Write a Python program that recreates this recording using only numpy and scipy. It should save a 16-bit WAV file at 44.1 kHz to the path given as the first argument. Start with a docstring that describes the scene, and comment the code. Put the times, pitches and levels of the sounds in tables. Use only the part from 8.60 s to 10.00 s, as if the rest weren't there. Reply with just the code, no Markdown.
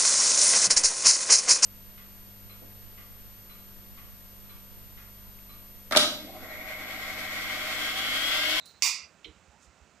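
"""Over quiet room noise a thin scrape and a light tick lead into a bright steel snap that rings on.
The steel side lever of an air rifle is worked in a small, hard-walled room; later a faint click follows.
The stock knocks and bumps softly on the table, and a hand brushes over the rifle.
Scrape and rings are unsteady sines; contacts, room answers and brushes are coloured, enveloped noise.
One microphone feeds both channels, louder on the right, through noise suppression."""
import sys
import numpy as np
from scipy import signal
from scipy.fft import rfft, irfft, next_fast_len
from scipy.io import wavfile
from scipy.ndimage import uniform_filter1d

SR = 44100
rng = np.random.default_rng(int(sys.argv[2]) if len(sys.argv) > 2 else 0)


def dump(signal):
    """Clip the signal to [-1, 1] and save it as 16-bit WAV at the path in sys.argv[1]."""
    limited = np.clip(np.atleast_2d(signal).T, -1, 1)
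    pcm = np.round(limited * 32767).astype(np.int16)
    wavfile.write(sys.argv[1], SR, pcm)


N = 61739  # length in samples


def amp(db):
    """Decibels to gain."""
    return 10 ** (np.asarray(db) / 20)


def unit(x):
    """Scale to rms 1."""
    return x / np.sqrt(np.mean(x ** 2) + 1e-20)


def along(points, hz):
    """Read (f/Hz, value) points on a log frequency axis."""
    f, value = np.transpose(points)
    return np.interp(np.log(hz + 1), np.log(f + 1), value)


def since(s):
    """Seconds since s, zero before it."""
    return np.maximum(np.arange(N) / SR - s, 0)


def filtered(x, response):
    """Shape the spectrum of x by a response of frequency, padded against wrap-around."""
    padded = next_fast_len(N + SR // 2)
    spectrum = rfft(x, padded) * response(np.fft.rfftfreq(padded, 1 / SR))
    return irfft(spectrum, padded)[:N]


def low_cut(x, hz):
    """A causal third-order high-pass."""
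    sos = signal.butter(N=3, Wn=hz, btype="high", fs=SR, output="sos")
    return signal.sosfilt(sos, x)


def noise(colour):
    """Noise of rms 1 with the given spectral colour."""
    return unit(filtered(rng.standard_normal(N), lambda hz: amp(along(colour, hz))))


def flutter(width_hz):
    """A random curve of rms 1 whose movement fades out above width_hz."""
    return unit(filtered(rng.standard_normal(N), lambda hz: 1 / (1 + (hz / width_hz) ** 4)))


def ring(modes, s, blur=0.707, blur_hz=25):
    """Struck modes from s on: decaying sines whose phase wanders by blur radians rms."""
    t = since(s)
    total = 0
    for hz, db, t60 in modes:
        phase = 2 * np.pi * (hz * t + rng.random()) + blur * flutter(blur_hz)
        total = total + amp(db - 60 * t / t60) * np.sin(phase)
    return (t > 0) * total


def crack(colour, s, t60):
    """The direct sound of a contact: coloured noise that starts at once and decays."""
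    t = since(s)
    return (t > 0) * amp(-60 * t / t60) * noise(colour)


# decay of the room: f/Hz, t60/s
ROOM_DECAY = [(150, 0.39), (1000, 0.697), (2400, 0.4463), (4800, 0.436), (7500, 0.328), (11000, 0.2144),
              (15000, 0.216)]
ROOM_HOLD_S = 0.0416  # the early reflections keep the level up


def room(colour, s):
    """The walls' dense answer to a contact: it holds briefly, then each frequency dies at its own speed."""
    hz, t, z = signal.stft(noise(colour), SR, nperseg=512)
    age = np.maximum(t - s - ROOM_HOLD_S, 0)
    decay = amp(-60 * age / along(ROOM_DECAY, hz)[:, None])
    tail = signal.istft(z * decay, SR, nperseg=512)[1][:N]
    onset = 1 - np.exp(-since(s) / 0.00045)
    return tail * onset


# colour of the room noise: f/Hz, relative level/dB per Hz
AIR_COLOUR = [(20, -8.5), (40, -9), (70, 10), (125, 2.5), (175, 8.5), (270, 0.5), (430, 0), (620, 1.5),
              (1000, -1), (1400, -1), (2000, -5), (2600, -5), (3300, -10.5), (5300, -12), (7400, -9),
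              (9000, -16.5), (12000, -26.5), (15000, -25)]
AIR_DB = -56
# faint steady tones in the room: f/Hz, level/dB
WHINE_TONES = [(1375, -70), (2602, -71)]


def air():
    """Room noise with two faint tones of wavering phase."""
    t = since(0)
    tones = sum(amp(db) * np.sin(2 * np.pi * hz * t + flutter(13.2)) for hz, db in WHINE_TONES)
    return amp(AIR_DB) * noise(AIR_COLOUR) + tones


# path of the sliding bolt: t/s, level/dB, middle resonance f/Hz
SLIDE_PATH = [(0, -55.5, 3922), (0.051, -58, 3956), (0.066, -55.5, 4052), (0.099, -54.5, 4056),
              (.125, -61, 4090), (0.171, -63, 4122), (0.201, -66.5, 4090), (.225, -93.5, 3950)]
SLIDE_SPREAD_HZ, SLIDE_JITTER_HZ, SLIDE_ROUGH_DB = 170, 151.8, 0.5


def slide():
    """Steel rubbing on steel sings in three close, jittery resonances that first rise a little."""
    s, db, hz = np.transpose(SLIDE_PATH)
    t = since(0)
    pitch = np.interp(t, s, hz)
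    scrape = 0
    for side in (-1, 0, 1):
        jittery = pitch + side * SLIDE_SPREAD_HZ + SLIDE_JITTER_HZ * flutter(313)
        scrape = scrape + np.sin(2 * np.pi * np.cumsum(jittery) / SR)
    level = np.interp(t, s, db) + SLIDE_ROUGH_DB * flutter(120)
    return unit(scrape) * amp(level)


# light ticks of the linkage: t/s, level/dB
TICK_TIMES = [(.0575, -45), (.202, -72)]
# colour of a tick: f/Hz, relative level/dB per Hz
TICK_TONE = [(1000, -26), (4000, -5), (7500, -3.5), (8600, -4.5), (9600, -5), (10400, -9), (13000, -13),
             (15000, -4.5)]
# modes of the linkage: f/Hz, relative level/dB, t60/s
LINKAGE_MODES = [(9170, 2, 0.076), (9950, 3.5, 0.068), (10890, -2.5, 0.11)]
TICK_RING_DB, TICK_ROOM_DB, TICK_T60_S = -6.5, -11, 0.064  # ring and room relative to the direct sound


def ticks():
    """Small bright contacts in the linkage, each with its own short ring and room."""
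    total = 0
    for s, db in TICK_TIMES:
        tick = crack(TICK_TONE, s, TICK_T60_S)
        tick = tick + amp(TICK_RING_DB) * ring(LINKAGE_MODES, s)
        tick = tick + amp(TICK_ROOM_DB) * room(TICK_TONE, s)
        total = total + amp(db) * tick
    return total


# contacts of the lever as it snaps home: t/s, relative level/dB
SNAP_CONTACTS = [(0.2228, -0.5), (0.2291, -4), (0.2348, -7), (0.2613, -10)]
# colour of the snap: f/Hz, relative level/dB per Hz
SNAP_TONE = [(100, -42), (600, -38.5), (800, -19.5), (1050, -10.5), (1300, -16), (1680, -27), (2000, -5.5),
             (2450, -2.5), (2850, -6), (3080, -16.5), (3650, -8), (4100, -11.5), (4800, 0.5), (5600, -5),
             (7100, -5.5), (8400, -7), (10500, -12.5), (15000, -16)]
# modes of the action: f/Hz, relative level/dB, t60/s before the faster fade
ACTION_MODES = [(962.4, -15.5, 0.43), (1054, -14, 0.92), (1152.7, -14, 0.84), (1294.3, -18, 0.87),
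                (2014, -8, 0.635), (2144.2, -9.5, 0.674), (2406, -4, 0.595), (2458, -7.5, 0.754),
                (2690, -12, 0.855), (2881, -4.5, 0.365), (3680, -5, 0.345), (4356, -9.5, 0.57),
                (4673, -1.5, 0.507), (4823, -1.5, 0.436), (4905, 1, 0.465), (5074, -7, 0.487),
                (5370, -3, 0.386), (5431, -1, 0.336), (5810, -1, 0.41), (5940, -2, 0.491), (6370, -5, 0.23),
                (6430, -15.5, 0.23), (7000, 3, 0.189), (7267, 0.5, 0.405), (7670, -7.5, 0.4),
                (9230, -6, 0.282)]
# colour of the room's low answer: f/Hz, relative level/dB per Hz
LOW_ROOM_COLOUR = [(100, -30.5), (300, -23.5), (600, -19.5), (780, -6.5), (1000, 2), (1250, -7),
                   (1500, -15.5), (2500, -37), (8000, -60)]
SNAP_ROOM_DB, SNAP_CRACK_DB, SNAP_RING_DB, CRACK_T60_S = -27, -18, -33, 0.0104
SNAP_LOW_HZ = 1112  # the steel parts radiate little below this
SPIKE_S, SPIKE_DB, SPIKE_HZ, SPIKE_WIDTH_S = .2234, -10, 5870, 0.000248  # the first hard steel contact
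LOW_ROOM_DB, LOW_ROOM_RISE_S = -41.5, 0.0403  # the low answer swells up slowly
LOW_ROOM_T60_S = 0.238  # before the faster fade
FADE_S, FADE_T60_S = 0.4572, 0.363  # from here on the tail fades faster


def snap():
    """The lever hits its stop and chatters; the action and the room ring on, the room's lows swelling late."""
    start = SNAP_CONTACTS[0][0]
    t = since(0) - SPIKE_S
    spike = amp(SPIKE_DB) * np.exp(-(t / SPIKE_WIDTH_S) ** 2) * np.cos(2 * np.pi * SPIKE_HZ * t)
    contacts = 0
    for s, db in SNAP_CONTACTS:
        direct = amp(SNAP_CRACK_DB) * crack(SNAP_TONE, s, CRACK_T60_S)
        walls = amp(SNAP_ROOM_DB) * room(SNAP_TONE, s)
        contacts = contacts + amp(db) * (direct + walls)
    steel = low_cut(contacts + amp(SNAP_RING_DB) * ring(ACTION_MODES, start), SNAP_LOW_HZ)
    rise = np.minimum(since(start) / LOW_ROOM_RISE_S, 1)
    swell = rise * amp(LOW_ROOM_DB - 60 * since(start + LOW_ROOM_RISE_S) / LOW_ROOM_T60_S)
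    fade = amp(-60 * since(FADE_S) / FADE_T60_S)
    return spike + (steel + swell * noise(LOW_ROOM_COLOUR)) * fade


# knocks of the stock: t/s, level/dB, time from onset to decay/s
STOCK_KNOCKS = [(0.257, -60, 0.0477), (0.651, -53.5, 0.0575)]
# modes of the stock: f/Hz, relative level/dB
STOCK_MODES = [(82, 1), (173, -8), (307, 1.5), (345, -7.5), (391, -3.5), (463, 0)]
KNOCK_RISE_S, KNOCK_T60_S = 0.0124, 0.069


def stock():
    """The stock shudders briefly after the snap and around the click, and is damped by the hands."""
    shape = 0
    for s, db, length in STOCK_KNOCKS:
        rise = np.minimum(since(s) / KNOCK_RISE_S, 1)
        shape = shape + amp(db) * rise * amp(-60 * since(s + length) / KNOCK_T60_S)
    body = 0
    for hz, db in STOCK_MODES:
        phase = 2 * np.pi * (hz * since(0) + rng.random()) + .5 * flutter(40)
        body = body + amp(db) * np.sin(phase)
    return shape * body


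# soft bumps on the table: t/s, level/dB, f/Hz
TABLE_BUMPS = [(0.296, -53.5, 78), (0.448, -55.5, 70.8), (0.691, -48.5, 64.3), (0.781, -54.5, 66.5),
               (0.819, -58, 85.5), (0.901, -57, 70.5), (1.086, -48, 66.5), (1.223, -49, 67.8)]
BUMP_WIDTH_S = 0.0187


def bumps():
    """The rifle's weight shifts on the table: a few low cycles under a bell-shaped swell each time."""
    total = 0
    for s, db, hz in TABLE_BUMPS:
        t = since(0) - s
        total = total + amp(db) * np.exp(-(t / BUMP_WIDTH_S) ** 2) * np.cos(2 * np.pi * hz * t)
    return total


# the catch clicks and settles: t/s, relative level/dB
CLICK_CONTACTS = [(.6446, 1.5), (0.6514, -2)]
# colour of the click: f/Hz, relative level/dB per Hz
CLICK_TONE = [(700, -24.5), (1700, -14), (2300, 1), (2750, -7), (3100, -1.5), (3600, -4.5), (4150, -2.5),
              (4500, -17.5), (5600, -16.5), (7000, -27.5), (15000, -34.5)]
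# modes of the catch: f/Hz, relative level/dB, t60/s
CATCH_MODES = [(2065, -10, 0.48), (2952, 1, 0.26), (3170, 6.5, 0.125), (3625, -4.5, 0.138),
               (3896, -5, 0.27), (4044, -2, 0.208)]
CLICK_ROOM_DB, CLICK_CRACK_DB, CLICK_RING_DB, CLICK_T60_S = -57, -43, -50.5, 0.053


def click():
    """The catch drops in and settles in two contacts; the first sets off a short ring and the room."""
    first = CLICK_CONTACTS[0][0]
    contacts = sum(amp(CLICK_CRACK_DB + db) * crack(CLICK_TONE, s, CLICK_T60_S) for s, db in CLICK_CONTACTS)
    catch = amp(CLICK_RING_DB) * ring(CATCH_MODES, first)
    walls = amp(CLICK_ROOM_DB) * room(CLICK_TONE, first)
    return contacts + catch + walls


# a hand brushes over the rifle: t/s, level/dB, half length/s
HAND_BRUSHES = [(0.919, -69.5, 0.013), (1.038, -59, 0.035)]
# colour of the brushing: f/Hz, relative level/dB per Hz
BRUSH_TONE = [(1000, -25.5), (4000, -4.5), (7000, 6), (9800, -3), (15000, -16)]


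def brushes():
    """Skin slides softly over the rifle: bell-shaped swells of noise."""
    strokes = sum(amp(db) * np.exp(-((since(0) - s) / half) ** 2) for s, db, half in HAND_BRUSHES)
    return noise(BRUSH_TONE) * strokes


TONE_S, TONE_DB, TONE_HALF_S, TONE_HZ, TONE_RISE_HZ_PER_S = 0.95, -60, 0.0355, 872.5, 1640


def rising_tone():
    """A very faint short rising tone: an unsteady sine under a bell-shaped swell."""
    t = since(0) - TONE_S
    phase = 2 * np.pi * (TONE_HZ + TONE_RISE_HZ_PER_S * t / 2) * t + flutter(55)
    return amp(TONE_DB) * np.exp(-(t / TONE_HALF_S) ** 2) * np.sin(phase)


BALANCE_DB = -10.5  # left minus right


def scene():
    """All sources at one microphone, louder in the right channel."""
    mono = air() + slide() + ticks() + snap() + stock() + bumps() + click() + brushes() + rising_tone()
    gains = np.array([amp(BALANCE_DB), 1])
    return np.outer(gains / gains.mean(), mono)


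# depth, threshold over each band's median level, softness of the transition
SUPPRESS_DB, SUPPRESS_ABOVE_DB, SUPPRESS_KNEE_DB = -5.5, 11, 6.5


def suppress(x):
    """Noise suppression: every band is turned down while it lies near its own floor, its median level."""
    z = signal.stft(x, SR, nperseg=512)[2]
    power = uniform_filter1d(np.abs(z) ** 2, size=3, axis=0)  # smooth over frequency
    power = uniform_filter1d(power, size=3, axis=1)  # smooth over time
    level = 10 * np.log10(np.abs(power) + 1e-20)
    over = level - np.median(level, axis=1, keepdims=True) - SUPPRESS_ABOVE_DB
    gain = amp(SUPPRESS_DB * (1 - np.tanh(over / SUPPRESS_KNEE_DB)) / 2)
    return signal.istft(z * gain, SR, nperseg=512)[1][:N]


# colour of the microphone: f/Hz, level/dB
MIC_COLOUR = [(20, -2.5), (7600, 0.5), (9000, -6), (11500, -8.5), (13600, -12.5), (14400, -3),
              (15200, -0.5)]
TOP_HZ = 15520  # nothing passes from here up


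def record(dry):
    """Noise suppression, then the microphone's colour and the band limit."""
    def response(hz):
        return amp(along(MIC_COLOUR, hz)) * (hz < TOP_HZ)
    return np.array([filtered(suppress(channel), response) for channel in dry])


dry = scene()
out = record(dry)
dump(out)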